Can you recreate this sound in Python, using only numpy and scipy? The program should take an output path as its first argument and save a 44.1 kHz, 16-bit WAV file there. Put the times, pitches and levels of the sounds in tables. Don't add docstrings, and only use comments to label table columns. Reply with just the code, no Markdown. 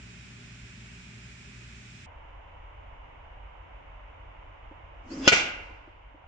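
import sys
import numpy as np
from scipy import signal
from scipy.fft import rfft, irfft, next_fast_len
from scipy.io import wavfile
from scipy.ndimage import uniform_filter1d, minimum_filter1d

SR = 44100
rng = np.random.default_rng(int(sys.argv[2]) if len(sys.argv) > 2 else 0)


def transcribe(signal):
    frames = np.atleast_2d(signal).T
    limited = np.clip(frames, -1, 1)
    pcm = np.round(limited * 32767).astype(np.int16)
    wavfile.write(sys.argv[1], SR, pcm)


N = 276727
IMPACT_S = 5.2757


def crack(spray_db=-12, spray_t60=0.1):
    # pitch in Hz, level in dB, t60 in seconds, left over right in dB.
    ball_modes = [(310, -6.5, 0.03, 4.5), (378, -13, .03, 2.5), (530.7, -10.5, 0.045, 7.5)]
    # frequency in Hz, relative level of the spray in dB.
    spectrum = [(88, -45), (150, -9.5), (547, -20.5), (920, -12), (1450, -19), (1680, -17.5), (2690, -9.5),
                (3190, -4.5), (3410, -12.5), (6900, -13), (8300, -34.5), (10800, -60.5), (18300, -120)]
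    # frequency in Hz, left over right in dB.
    balance = [(60, 0.5), (100, -2), (180, 5.5), (310, -4.5), (540, 0.5), (940, 6), (1640, 4), (2850, -0.5),
               (4940, 0), (8570, 5.5)]
    age = clock() - IMPACT_S
    out = from_db(spray_db) * stereo_noise(spectrum, balance) * struck(age - .0007, spray_t60, .0008)
    for hz, db, t60, side_db in ball_modes:
        out += from_db(db) * pan(side_db) * struck(age, t60, .00066) * np.cos(2 * np.pi * hz * age)
    return out


def head_ring(strength_db=2.5, build_s=.0007):
    # pitch in Hz, relative level in dB, t60 in seconds, left over right in dB.
    modes = [(820, -28.0, 0.139, 7.0), (1262, -25.0, 0.093, 5.0), (1460, -14.0, 0.121, 5.0),
             (1975, -21.0, 0.121, -1.0), (2105, -20.0, 0.134, -3.0), (2360, -23.0, 0.19, -1.0),
             (2460, -23.0, 0.19, 2.0), (2748, -12.0, 0.09, -3.0), (2980, -19.0, 0.133, -4.0),
             (3455, -22.0, 0.105, -9.0), (4035, -27.0, 0.112, 0.0), (4235, -24.0, 0.122, 3.0),
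             (4600, -25.0, 0.106, 1.0), (4780, -26.0, 0.13, -0.0), (5262, -24.0, 0.087, 5.0),
             (5562, -23.0, 0.072, 9.0), (5768, -24.0, 0.074, 12.0), (6290, -31.0, 0.162, 8.0),
             (6795, -28.0, 0.078, 7.0), (7760, -40.0, 0.161, 4.0)]
    age, out = clock() - IMPACT_S, 0
    for hz, db, t60, side_db in modes:
        phase = rng.random((2, 1))
        tone = np.sin(2 * np.pi * (hz * age + phase))
        out += from_db(db) * pan(side_db) * struck(age - .0007, t60, build_s) * tone
    return from_db(strength_db) * out


def swish(head_hz=278.6, shaft_hz=6000, up_to_speed_s=5.122, whip_s=0.072, whip_db=18):
    # pitch in Hz, width in Hz, level over the rush in dB, left over right in dB.
    edge_tones = [(2750, 150, -5, -3), (3380, 220, -2, -12), (5060, 50, -4.5, 12), (6550, 70, -15, 14)]
    t = clock()
    swell_db = -328 * np.clip(up_to_speed_s - t, 0, 1)
    sag_db = -22 * np.clip(t - up_to_speed_s, 0, 1)
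    fade_db = -400.5 * np.clip(t - IMPACT_S, 0, 1)
    whip = ramp(IMPACT_S - whip_s, whip_s)
    whoosh = wavering_tone(head_hz, width_hz=90)
    whoosh += from_db(-16) * wavering_tone(1.8 * head_hz, width_hz=116)
    sizzle = np.array([wavering_tone(shaft_hz, width_hz=2000) for side in range(2)])
    edges = sum(from_db(db) * pan(side_db) * wavering_tone(hz, width_hz, flutter=0.61)
                for hz, width_hz, db, side_db in edge_tones)
    # frequency in Hz, relative level of the rushing air in dB.
    spectrum = [(240, -32.5), (400, -7.5), (570, -4), (715, -19), (812, -13), (1430, -12.5), (2700, -16),
                (3890, -25.5), (5010, -19.5), (8200, -34.5), (10700, -64.5), (18000, -120)]
    rush = from_db(-48.5 + whip_db * whip) * (stereo_noise(spectrum) + whip * edges)
    club = from_db(-36 + sag_db) * whoosh + from_db(-55.5) * sizzle + rush
    return from_db(swell_db + fade_db) * club


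def shaft_whistles(width_s=.014, octaves_per_s=5):
    # loudest moment in seconds, pitch there in Hz, level in dB.
    whistles = [(5.127, 4720, -50), (5.150, 5550, -54), (5.200, 5040, -55)]
    out = 0
    for peak_s, hz, db in whistles:
        age = np.clip(clock() - peak_s, -.1, .1)
        pitch = hz * 2 ** (octaves_per_s * age)
        tone = np.array([wavering_tone(pitch, width_hz=320, flutter=.8) for side in range(2)])
        out += from_db(db) * np.exp(-.5 * (age / width_s) ** 2) * tone
    return out


def echoes(ring, click_db=20, ring_db=-8, slap_s=.053, slap_width_s=.008, tail_s=.045):
    # band centre in Hz, slap in dB, tail in dB, tail t60 in seconds, left over right in dB.
    bands = [(60, -12.5, -14, 0.49, -1.5), (290, -1, -4, .7, 2.5), (560, 4, -3.5, 1, 2),
             (850, -2, -1, .7, 0), (1126, -9.5, -4.5, 0.53, -4), (1540, 3, 1.5, 0.71, -2.5),
             (1780, -9.5, -8, 0.65, -1), (2270, 6, 4, 0.7, -2.5), (2900, -0.5, -0.5, 0.61, -1),
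             (3496, -12, -3, 0.45, 0), (4200, -12.5, -9.5, 0.48, 7), (6000, -13.5, -5.5, 0.33, 6.5),
             (8040, -17, -25, .47, 10)]
    sent = from_db(ring_db) * ring + from_db(click_db) * (np.arange(N) == round(IMPACT_S * SR))
    t = np.arange(SR) / SR
    hz = np.arange(SR // 2 + 1)
    scatter = rfft(stereo_noise([(1000, 0)], lag_s=.0002)[:, :SR])
    slap = rms_one(np.exp(-.5 * ((t - slap_s) / slap_width_s) ** 2))
    response = 0
    for centre_hz, slap_db, tail_db, t60, side_db in bands:
        share = at_hz([(band[0], band[0] == centre_hz) for band in bands], hz)
        near = struck(t - tail_s, t60, rise_s=.015)
        far = from_db(-23) * struck(t - tail_s, 2.34 * t60, rise_s=.05)
        tail = rms_one(np.hypot(near, far))
        envelope = np.hypot(from_db(slap_db) * slap, from_db(tail_db) * tail)
        response += irfft(scatter * share, SR) * envelope * pan(side_db) / np.sqrt(SR)
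    return signal.fftconvolve(sent, response, axes=1)[:, :N]


def knocks():
    # start in seconds, level in dB, pitch in Hz, t60 in seconds.
    bumps = [(4.712, -39.5, 302, 0.057), (5.705, -43, 310, 0.041), (5.876, -42, 328, 0.042),
             (6.144, -46.5, 300, 0.065), (6.240, -42.5, 775, 0.032)]
    out = np.zeros(N)
    for start_s, db, hz, t60 in bumps:
        age = clock() - start_s
        body = np.sin(2 * np.pi * hz * age) + from_db(-7) * np.sin(2 * np.pi * 1.8 * hz * age)
        out += from_db(db) * struck(age, t60, rise_s=0.00094) * body
    return out


def hiss_and_hum(hiss_db=-51.5, drone_db=-51):
    # frequency in Hz, relative level in dB.
    hiss_spectrum = [(300, -39), (480, -13.5), (800, -9), (1100, -8.5), (1500, -3), (2000, -2.5),
                     (2450, 3.5), (3000, -4), (4200, -11), (5500, -9.5), (6400, -11.5), (7500, -11.5),
                     (9000, -24), (11700, -27), (13000, -70)]
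    drone_spectrum = [(20, -20), (40, -16), (55, 0.5), (85, -7), (115, -1.5), (140, -9.5), (175, -3),
                      (235, -7.5), (300, -19.5), (360, -19.5), (410, -13.5), (470, -43.5), (700, -64)]
    # frequency in Hz, left over right in dB.
    balance = [(60, 1), (100, 1), (180, 2), (310, -3.5), (540, 5.5), (940, 0.5), (1640, -4), (2850, -4.5),
               (4940, 1), (8570, -3)]
    # pitch in Hz, rms level in dB.
    tones = [(59.2, -58.5), (118.4, -54), (605, -77.5)]
    t = clock()
    hum = sum(from_db(db) * np.sqrt(2) * np.sin(2 * np.pi * (hz * t + rng.random())) for hz, db in tones)
    hiss = from_db(hiss_db) * stereo_noise(hiss_spectrum, balance, lag_s=0.000548)
    drone = from_db(drone_db) * stereo_noise(drone_spectrum, balance)
    return hiss + drone + hum


def open_air(air_db=-52, rumble_db=-50, boom_db=-57, level_drop_db=-3.5):
    # frequency in Hz, relative level in dB.
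    air_spectrum = [(150, -39), (250, -15), (290, -10.5), (378, -12), (555, -6), (734, -7.5), (986, -3),
                    (1180, -9.5), (1630, -14.5), (2190, -13), (2390, -15), (2940, -15.5), (4250, -43),
                    (7020, -45), (8500, -63.5), (11000, -94), (18700, -120)]
    rumble_spectrum = [(10, -24), (18, -7), (32, -5.5), (46, 1), (60, -7), (88, -5), (105, -12.5),
                       (125, -22), (155, -20.5), (190, -34), (250, -31), (400, -75)]
    # frequency in Hz, left over right in dB.
    balance = [(60, 0), (100, 3), (180, 6.5), (310, 1.5), (540, -3), (940, -5), (1640, 0.5), (2850, -3),
               (4940, 2.5), (8570, 13.5)]
    air = from_db(air_db) * stereo_noise(air_spectrum, balance, lag_s=0.001392)
    rumble = from_db(rumble_db) * stereo_noise(rumble_spectrum, balance)
    boom = from_db(boom_db) * wavering_tone(hz=45.9, width_hz=8)
    return from_db(level_drop_db * ramp(start_s=5.73, length_s=0.22)) * (air + rumble + boom)


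def stereo_noise(spectrum, balance=((1000, 0),), lag_s=0):
    # frequency in Hz, likeness of the two sides from 0 to 1.
    likeness = [(60, 0.98), (130, 0.99), (300, 0.83), (600, 0.22), (2500, 0.26), (7000, 0.3)]
    size = next_fast_len(N, real=True)
    hz = np.arange(size // 2 + 1) * SR / size
    white = rfft(rng.standard_normal((3, size)))
    alike = np.clip(at_hz(likeness, hz), 0, 1)
    late = np.exp(-2j * np.pi * hz * lag_s * hz ** 2 / (hz ** 2 + 200 ** 2))
    shared = white[2] * np.array([np.ones_like(late), late])
    both = np.sqrt(alike) * shared + np.sqrt(1 - alike) * white[:2]
    coloured = both * from_db(at_hz(spectrum, hz)) * pan(at_hz(balance, hz))
    return rms_one(irfft(coloured, size)[:, :N])


def wavering_tone(hz, width_hz, flutter=1):
    slow = signal.sosfilt(signal.butter(2, width_hz / 2, fs=SR, output="sos"), rng.standard_normal((2, N)))
    slow *= (np.hypot(*slow) + 1e-9) ** (flutter - 1)
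    phase = 2 * np.pi * np.cumsum(hz * np.ones(N)) / SR
    return rms_one(slow[0] * np.cos(phase) + slow[1] * np.sin(phase))


def struck(age, t60, rise_s):
    age = np.clip(age, 0, 3 * t60)
    return (1 - np.exp(-age / rise_s)) * from_db(-60 * age / t60)


def ramp(start_s, length_s):
    return np.clip((clock() - start_s) / length_s, 0, 1)


def pan(balance_db):
    gains = from_db(np.array([[.5], [-.5]]) * balance_db)
    return gains / np.sqrt(np.mean(gains ** 2, axis=0))


def at_hz(points, hz):
    known_hz, values = np.transpose(points)
    return np.interp(np.log(np.maximum(hz, 1)), np.log(known_hz), values)


def from_db(db):
    return 10 ** (np.asarray(db) / 20)


def rms_one(x):
    return x / np.sqrt(np.mean(x ** 2) + 1e-20)


def clock():
    return np.arange(N) / SR


def scene():
    ring = head_ring()
    stroke = swish() + shaft_whistles() + crack() + ring + echoes(ring)
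    top_cut = signal.ellip(10, .3, 70, 8000, fs=SR, output="sos")
    foreground = signal.sosfilt(top_cut, stroke) + knocks()
    opened = ramp(start_s=2.0565, length_s=0.0083)
    return foreground + (1 - opened) * hiss_and_hum() + opened * open_air()


def record(dry):
    ceiling, window, cutoff_hz = .9, round(.001 * SR), 9173
    allowed = ceiling / np.maximum(np.abs(dry), ceiling)
    gain = uniform_filter1d(minimum_filter1d(allowed, window, axis=1), window, axis=1)
    return signal.sosfilt(signal.butter(8, cutoff_hz, fs=SR, output="sos"), gain * dry)


dry = scene()
out = record(dry)
transcribe(out)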